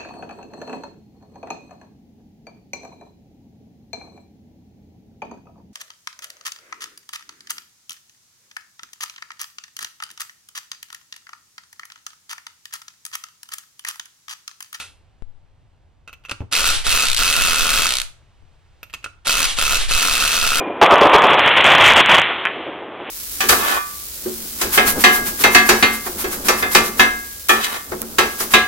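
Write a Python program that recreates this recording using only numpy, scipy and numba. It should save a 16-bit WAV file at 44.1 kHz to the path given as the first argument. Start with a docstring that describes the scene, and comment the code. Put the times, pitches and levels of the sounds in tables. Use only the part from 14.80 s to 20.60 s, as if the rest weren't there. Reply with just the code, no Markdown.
"""A cordless impact wrench tightens the nut of an alternator pulley on a padded bench in a small workshop.
In each burst the motor spins up, the hammer strikes uneven blows that ring socket and pulley as decaying sines
under cracks of noise, and the gears rasp, whine and coast down. Before the bursts the socket clinks onto the nut.
The tool's fan blows on the two close microphone ports as gusty low noise; a faint rumble and hiss lie behind."""
import sys
import numpy as np
from scipy import signal
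from scipy.fft import rfft, irfft
from scipy.io import wavfile
from scipy.ndimage import uniform_filter1d, minimum_filter1d
from numba import njit

SR = 44100
rng = np.random.default_rng(int(sys.argv[2]) if len(sys.argv) > 2 else 0)


def bounce(signal):
    """Save signal as a 16-bit WAV file at the path given by the first command-line argument."""
    frames = np.transpose(np.atleast_2d(signal))
    limited = np.clip(frames, -1, 1)
    pcm = np.round(limited * 32767).astype(np.int16)
    wavfile.write(sys.argv[1], SR, pcm)


N = 255780
T = np.arange(N) / SR

# Pulls of the trigger: pressed_s, hammer_bites_s, eased_s, blows_db, bite_crack_db, bite_ring_db, gears_db,
# overrun_speed_hz, coast_s
PULLS = [(1.712, 1.7259, 1.907, -3.5, -7, -8.5, -24.5, 295, .21),
         (2.035, 2.0667, 2.23, 0, -9.5, -4.5, -25, 240.4, .28),
         (2.356, 2.3654, 3.08, -.5, -1, -16, -25.5, 210, .28),
         (4.447, 4.47, 4.66, -2, -0.5, -0.5, -25.5, 279.8, .18),
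         (4.757, 4.787, 4.975, -2, -9, -3, -26, 295, .19),
         (5.074, 5.111, 5.803, -.5, -5.5, -2, -25, 220, .2)]
# Modes of socket, shaft and pulley: mode_hz, level_db, t60_s
STEEL_MODES = [(281, -18, 0.18), (463, -39.5, 0.06), (572.6, -12, 0.13), (719, -6, 0.046),
               (1180, -31, .025), (1302, -1, 0.09), (1371, 3, 0.083), (1421, 0, 0.082), (1440, -1, 0.037),
               (2605, 2, 0.072), (2580, 7.5, 0.064), (2688, 3.5, 0.11), (2620, -13, .03),
               (3990, -37, 0.019), (5750, -10.5, .07), (6070, 1.5, 0.076), (6520, -7, 0.1),
               (7200, -17.5, 0.051), (8500, -14.5, 0.032), (9552, -12.5, .05), (12800, -14.5, 0.055)]
# Noise spectrum of a hard, dry knock: frequency_hz, density_db
KNOCK_SPECTRUM = [(100, -25.5), (600, -20.5), (1500, -4.5), (2500, 0.5), (4000, 5), (7000, -2.5),
                  (10000, -1.5), (13000, -11.5), (16000, -25.5)]
# Noise spectrum of the gears: frequency_hz, density_db
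GEAR_SPECTRUM = [(100, -20), (300, -9.5), (800, -4.5), (1400, -0.5), (2000, 1.5), (3300, 5), (5000, 0.5),
                 (7000, -3.5), (9700, -0.5), (11500, -12.5), (16000, -29)]
# Rotor speed under the hammer's load
LOADED_HZ = 219.5


def undb(db):
    """Decibels to gain."""
    return 10 ** (np.asarray(db) / 20)


def unit(x):
    """Scale to rms 1."""
    return x / np.sqrt(np.mean(x ** 2))


def along(points, hz):
    """Read (Hz, value) points on a log-frequency axis."""
    f, value = np.transpose(points)
    return np.interp(np.log(np.maximum(hz, 1)), np.log(f), value)


def bins(x):
    """Frequencies of the spectrum of x."""
    return np.fft.rfftfreq(x.shape[-1], 1 / SR)


def colour(x, points):
    """Filter by (Hz, dB) points, keeping the power of white noise."""
    gain = unit(undb(along(points, bins(x))))
    return irfft(rfft(x) * gain, x.shape[-1])


def ring(x, response):
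    """Play x through an impulse response."""
    return signal.fftconvolve(np.atleast_2d(x), np.atleast_2d(response), axes=-1)[:, :N]


def fade(t60):
    """Exponential decay, half a second long."""
    return np.exp(-np.log(1000) * T[:SR // 2] / t60)


def strikes(times, db):
    """A train of impulses."""
    x = np.zeros(N)
    inside = times < T[-1]
    samples = (np.maximum(times[inside], 0) * SR).astype(int)
    np.add.at(x, samples, undb(db)[inside])
    return x


def hiss():
    """Noise at two ports, whose likeness varies with frequency."""
    # How alike the two ports hear it: frequency_hz, likeness (0-1)
    likeness = [(100, 0.04), (600, 1), (1400, 0.8), (3000, 0.7), (6000, 0.87), (10000, 0.6), (16000, 0.05)]
    mid, side = rfft(rng.standard_normal((2, N)))
    like = np.clip(along(likeness, bins(T)), 0, 1)
    mid = mid * np.sqrt((1 + like) / 2)
    side = side * np.sqrt((1 - like) / 2)
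    return irfft([mid + side, mid - side], N)


@njit
def sines(rows, length):
    """Add a decaying sine for each row of (start sample, radians per sample, gain, samples to fall 60 dB)."""
    out = np.zeros(length)
    for start, step, gain, life in rows:
        z = gain + 0j
        pole = np.exp(1j * step - np.log(1000) / life)
        for i in range(int(start), min(int(start + life), length)):
            z *= pole
            out[i] += z.imag
    return out


def crack(times, db, spectrum, t60):
    """Countless short-lived modes: a burst of noise at each contact."""
    pole = np.exp(-np.log(1000) / (t60 * SR))
    # the tiny offset keeps the decay clear of denormal numbers
    envelope = signal.lfilter([1], [1, -pole], strikes(times, db) + 1e-18)
    return colour(envelope * hiss(), spectrum)


def modes(times, db, table, sustain=1, tilt=0, scatter_db=2.2, detune=.0045):
    """Each contact lands differently: it shares its force anew among the modes and detunes them a little."""
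    hz, mode_db, t60 = np.transpose(table)
    chance = rng.standard_normal((len(times), 2, len(hz)))
    # a positive tilt lifts the modes above 2 kHz and lowers those below
    tilt_db = np.outer(tilt, np.tanh(2 * np.log2(hz / 2000)))
    gain = undb(db[:, None] + mode_db + scatter_db * chance[:, 0] + tilt_db)
    step = 2 * np.pi * hz * (1 + detune * chance[:, 1]) / SR
    start = np.maximum(times, 0)[:, None] * SR
    rows = np.stack(np.broadcast_arrays(start, step, gain, t60 * sustain * SR), axis=-1)
    return sines(np.concatenate(rows), N)


def hammer(jitter=.15, scatter_db=3.0, rebound_share=.55, rebound_db=-11, bright_db=4.0):
    """Uneven blows on the anvil; after each the loose socket rebounds against the nut."""
    # Noise spectrum of a hammer blow: frequency_hz, density_db
    blow_spectrum = [(100, -22.5), (250, -13), (800, -7), (1300, 9.5), (1900, 1.5), (3000, 7), (4500, 3.5),
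                     (7000, 1.5), (10000, 1.5), (13000, -2.5), (16000, -10.5)]
    blows_per_s, bite_s = 82, .026  # steady hammering begins once the bite is over
    blows = []
    for _, bite, end, db, *_ in PULLS:
        chance = rng.standard_normal((96, 4))
        gaps = np.maximum(1 + jitter * chance[:, 0], .5) / blows_per_s
        times = bite + bite_s + np.cumsum(gaps) - gaps
        blow_db = db + scatter_db * chance[:, 2]
        back = times + gaps * (rebound_share + .13 * chance[:, 1])
        back_db = db + rebound_db + 3 * chance[:, 3]
        rows = np.column_stack([times, blow_db, back, back_db])
        blows.append(rows[times < end])
    times, db, back, back_db = np.concatenate(blows).T
    times, db = np.r_[times, back], np.r_[db, back_db]
    # a square hit is bright, a glancing one rings the low modes
    bright = bright_db * rng.uniform(-1.7, 1.7, len(times))
    cracks = crack(times, db - 10.5, blow_spectrum, t60=0.017)
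    cracks = cracks + crack(times, db + bright - 12.5, KNOCK_SPECTRUM, t60=0.015)
    return cracks + modes(times, db - 31, STEEL_MODES, tilt=bright)


def bites(count=3, gap_s=0.0073, crack_fall_db=2.5, ring_fall_db=13):
    """The free-running hammer catches the anvil and spends its speed in quick, ever weaker blows."""
    # rows of (s, crack dB, ring dB); the falls are per blow
    return [(bite + k * gap_s, crack_db - k * crack_fall_db, ring_db - k * ring_fall_db)
            for _, bite, _, _, crack_db, ring_db, *_ in PULLS for k in range(count)]


def stutters(crack_db_per_s=-22, ring_db_per_s=-100):
    """Slow, even, dry blows on an eased trigger, whose ring dies away faster than their crack."""
    # Runs of blows: start_s, end_s, blows_per_s, crack_db, ring_db
    runs = [(2.254, 2.353, 65, -7, -14.5), (3.091, 3.223, 63.8, -9, -13)]
    # rows of (s, crack dB, ring dB)
    return [(start + age, crack_db + crack_db_per_s * age, ring_db + ring_db_per_s * age)
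            for start, end, rate, crack_db, ring_db in runs for age in np.arange(0, end - start, 1 / rate)]


def knocks():
    """Pressed tight, the socket gives a dry crack; loose, it rings."""
    # Single blows, ringing mostly in the low modes: time_s, crack_db, ring_db
    single_blows = [(1.889, 1.5, 0), (1.902, -4, -6.5), (2.235, -3.5, 0.5), (4.494, -11, 0.5)]
    times, db, ring_db = np.transpose(list(single_blows) + bites() + stutters())
    cracks = crack(times, db + 0.5, KNOCK_SPECTRUM, t60=0.012)
    return cracks + modes(times, ring_db - 24.0, STEEL_MODES, tilt=-4.0)


def drive(free_hz=335.5, spin_up_s=.022, sag_s=.05, overrun_s=.045, surge_db=2.5):
    """Rotor speed (Hz) and gear gain: the motor spins up, sags under load, is let go and coasts to rest."""
    # the gears change level with overrun speed and fade with a power of the remaining coast
    overrun_db_per_octave, coast_power = 6, 3.94
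    speeds, gains = [], []
    for pressed, bite, eased, *_, gears_db, overrun_hz, coast_s in PULLS:
        spin = np.clip((T - pressed) / spin_up_s, 0, 1)
        coast = np.clip(1 - (T - eased - overrun_s) / coast_s, 0, 1)
        stages = [bite, bite + sag_s, eased, eased + overrun_s]
        running_hz = np.interp(T, stages, [free_hz, LOADED_HZ, LOADED_HZ, overrun_hz])
        overrun_db = overrun_db_per_octave * np.log2(overrun_hz / LOADED_HZ)
        running_db = gears_db + np.interp(T, stages, [surge_db, 0, 0, overrun_db])
        speeds.append(spin * running_hz * coast)
        gains.append(spin * undb(running_db) * coast ** coast_power)
    return np.max(speeds, axis=0), np.max(gains, axis=0)


def motor(speed, gain, throb=0.26, whine_db=-11, mesh_db=-13, teeth_count=12):
    """Gears rasp once a rotor turn and whine on its multiples, with an added tone at the tooth rate."""
    wander = unit(colour(rng.standard_normal(N), [(40, -4.0), (300, -43.5), (2000, -100)]))
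    hz = speed * (1 + .012 * wander)
    turn = 2 * np.pi * np.cumsum(hz) / SR
    rasp = hiss() * (1 + throb * np.cos(turn))
    # the same small flaws of the teeth come round on every turn
    flaws = irfft(np.r_[0, np.exp(2j * np.pi * rng.random(36))], 1024)
    angles = np.linspace(0, 2 * np.pi, len(flaws), endpoint=False)
    whine = np.interp(turn, angles, unit(flaws), period=2 * np.pi)
    mesh = np.sqrt(2) * np.sin(teeth_count * turn)
    gears = colour(rasp + undb(whine_db) * whine, GEAR_SPECTRUM)
    return (gears + undb(mesh_db) * mesh) * gain


def draught(speed, level_db=-25, gust_db=2, lag_s=.05, steepness=3):
    """Cooling air reaches the ports in gusts; its flow lags the motor's speed and grows steeply with it."""
    # Noise spectrum of the moving air: frequency_hz, density_db
    wind_spectrum = [(3, 4), (12, -4.5), (25, -4), (50, -20.5), (100, -30), (200, -61.5), (1000, -83.5)]
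    pole = np.exp(-1 / (lag_s * SR))
    lagged_speed = signal.lfilter([1 - pole], [1, -pole], speed + 1e-9)
    flow = (lagged_speed / LOADED_HZ) ** steepness
    sway = unit(colour(rng.standard_normal(N), [(8, -6.0), (40, -36.5), (400, -100)]))
    wind = colour(rng.standard_normal((2, N)), wind_spectrum) * undb(gust_db * sway)
    return unit(wind) * flow * undb(level_db)


def clinks(hardness_db=10, rebound_s=0.0065):
    """Light steel contacts that rebound once, damped by the hand; the free socket adds a thin, high ping."""
    # The socket touches and seats on the nut:
    # time_s, crack_db, ring_db, ring_brightness_db, high_ping_db, rebound_db
    contacts = [(1.2766, -29, -22.5, 1, -17, -3.5), (1.294, -38, -25.5, -3, -16, -24),
                (1.329, -29.5, -25, 0, 0, -4), (1.438, -38, -50, 0, -23, -6),
                (1.4507, -30, -25.5, 3.5, -7, -3), (1.486, -31, -31, -4, -29, -20),
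                (1.495, -19, -11.5, 0, -10, -16), (1.512, -14.5, -24, 4, -10, -20.5),
                (1.516, -21, -12, -7, -11.5, -22), (1.605, -36, -31, -2, -25, -12),
                (4.0302, -23, -20, -1, 13.5, -22), (4.098, -35, -38, 0, -13, -4),
                (4.13, -28, -34, -5, -4, -20), (4.138, -19, -19, 7, 10, -4), (4.228, -37, -50, 0, -20, -6),
                (4.2425, -16.5, -16, 4.5, -5, -13), (4.261, -27.5, -18.5, -10, -19, -22)]
    # Noise spectrum of a light contact: frequency_hz, density_db
    tick_spectrum = [(100, -11.5), (700, -10), (1400, 4), (2000, -13), (2700, 0.5), (4500, -4.5),
                     (7000, -8.5), (9500, -7.5), (12000, -23.5), (16000, -31)]
    times, db, ring_db, tilt, ping_db, rebound_db = np.transpose(contacts)
    times, tilt = np.r_[times, times + rebound_s], np.r_[tilt, tilt]
    db, ring_db, ping_db = (np.r_[first, first + rebound_db] for first in (db, ring_db, ping_db))
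    ping = modes(times, ping_db - 44.5, [(13150, -4.5, 0.044), (13330, -13.5, .04)])
    steel = modes(times, ring_db - 29.0, STEEL_MODES, sustain=0.85, tilt=tilt)
    steel = colour(steel, [(1400, -2.5), (2700, 0.5), (6000, -8)])
    # a gentler contact has a weaker tick beside its duller clack
    softness_db = hardness_db * (db - db.max()) / 20
    tick = crack(times, db + softness_db - 7.5, tick_spectrum, t60=0.036)
    clack_spectrum = [(300, -24.5), (1400, -10.5), (2700, 1), (4000, -13.5), (12000, -40.0)]
    clack = crack(times, db - 13.5, clack_spectrum, t60=0.051)
    return tick + clack + steel + ping


def bumps():
    """The heavy housing thuds and rocks on its blanket."""
    # Dull bumps of the alternator on the padded bench: time_s, level_db
    thuds = [(1.516, -11), (1.606, -.5), (1.618, -5), (3.625, -26), (4.15, -20.5), (4.241, -26),
             (4.263, -18)]
    # Modes of the alternator on the blanket: mode_hz, level_db, t60_s
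    bench_modes = [(84, -2.5, 0.12), (111.3, 2.5, 0.22), (190, -0.5, 0.054), (285, -4, 0.071),
                   (369, -3.5, 0.025), (550, -12.5, 0.051), (820, -12.5, 0.044)]
    # Noise spectrum of a thud: frequency_hz, density_db
    thud_spectrum = [(40, -0.5), (110, 0.5), (350, -1.5), (800, -12.5), (2000, -31.5), (8000, -51.5)]
    times, db = np.transpose(thuds)
    return modes(times, db - 27.0, bench_modes) + crack(times, db - 32.0, thud_spectrum, t60=0.11)


def room(x, wet_db=-11, gap_s=0.0046):
    """Diffuse echo of the small workshop, different at each port, longest around 1 kHz."""
    # Decay of the workshop: frequency_hz, t60_s
    decays = [(200, 0.25), (1000, 0.39), (3000, 0.3), (7000, 0.31), (10000, 0.25), (13000, 0.25)]
    t = T[:SR // 2]
    noise = rfft(rng.standard_normal((2, len(t))))
    centres = np.transpose(decays)[0]
    tail = 0
    # each band fades at its own rate and overlaps its neighbours
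    for share, (_, t60) in zip(np.eye(len(centres)), decays):
        band = along(np.column_stack([centres, share]), bins(t))
        tail = tail + irfft(noise * band, len(t)) * fade(t60)
    tail = tail * (t > gap_s)
    return undb(wet_db) * ring(x, unit(tail) / np.sqrt(len(t)))


def dying_echo(level_db=-31, t60=0.29):
    """The last of an earlier burst fades in the room: gear-coloured noise and long-ringing steel."""
    start = np.zeros(1)
    rasp = crack(start, start + level_db, GEAR_SPECTRUM, t60)
    return rasp + modes(start, start - 44, STEEL_MODES, sustain=2.8)


def puffs(relax_s=0.076, sway_hz=7):
    """Air pops on the left port, barely on the right: pressure jumps, swings back slowly and relaxes."""
    # Puffs of air: time_s, level_db
    pops = [(0.423, -22), (3.625, -39.5)]
    swing = np.exp(-T / relax_s) * np.cos(2 * np.pi * sway_hz * T)
    left = ring(strikes(*np.transpose(pops)), swing)[0]
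    soften = signal.butter(1, 2500, fs=SR)
    return np.outer([1, .08], -signal.lfilter(*soften, left))


def background(rumble_db=-54):
    """Low steady rumble of the shop under a faint hiss that swells and sinks."""
    # Noise spectrum of the rumble: frequency_hz, density_db
    shop_spectrum = [(10, -3.5), (45, 2), (85, 3), (130, -4), (190, -17.5), (400, -21), (800, -20.5),
                     (1500, -33), (3000, -43.5), (16000, -64.5)]
    # Noise spectrum of the hiss: frequency_hz, density_db
    air_spectrum = [(200, -0.5), (800, 2.5), (3000, 0), (6000, -9.5), (9000, -12.5), (12000, -28),
                    (16000, -26.5)]
    # Course of the hiss: time_s, level_db
    hiss_course = [(.15, -66), (.5, -71), (.9, -70.5), (1.25, -72), (3.3, -62.5), (3.6, -65), (4.0, -63.5),
                   (5.8, -77)]
    # noise of each port's own plus noise common to both
    rumble = unit(colour(rng.standard_normal((2, N)) + rng.standard_normal(N), shop_spectrum))
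    hiss_gain = undb(np.interp(T, *np.transpose(hiss_course)))
    return undb(rumble_db) * rumble + colour(hiss(), air_spectrum) * hiss_gain


def scene():
    """Tool and work close by, the room around them, air on the microphone."""
    speed, gear_gain = drive()
    tool = hammer() + knocks() + motor(speed, gear_gain)
    handling = clinks() + bumps()
    # the hand and the blanket shield the small contacts from the walls
    echo = room(tool + undb(-2) * handling)
    return tool + handling + echo + dying_echo() + draught(speed) + puffs() + background()


def limiter(x, top_db=-3, hold_s=0.0042):
    """Turn both ports down for a few milliseconds around each loud peak."""
    size = int(hold_s * SR) + 1
    gain = np.minimum(1, undb(top_db) / (np.abs(x).max(axis=0) + 1e-9))
    return x * uniform_filter1d(minimum_filter1d(gain, size), size)


def record(dry):
    """The ports differ in phase and level along the spectrum; peaks are limited and the top is cut."""
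    # Left minus right: frequency_hz, level_difference_db
    balance = [(200, 0.5), (600, 0), (1300, -3.5), (2400, -1.5), (4400, -2.5), (8100, 5.5), (12000, 0)]
    # Phase by which the left port lags: frequency_hz, lag_radians
    port_lag = [(40, 0), (100, 0.38), (700, -0.56), (1400, -0.45), (2300, -0.7), (4600, 1), (8000, 2),
                (10500, 2.5), (13500, 6)]
    hz = bins(dry)
    tilt_db = along(balance, hz) / 2
    left = undb(tilt_db) * np.exp(-1j * along(port_lag, hz))
    right = undb(-tilt_db)
    heard = limiter(irfft(rfft(dry) * np.array([left, right]), N))
    top_cut = signal.ellip(10, .2, 80, 16000, fs=SR, output="sos")  # steep low-pass at 16 kHz
    return signal.sosfilt(top_cut, heard)


dry = scene()
out = record(dry)
bounce(out)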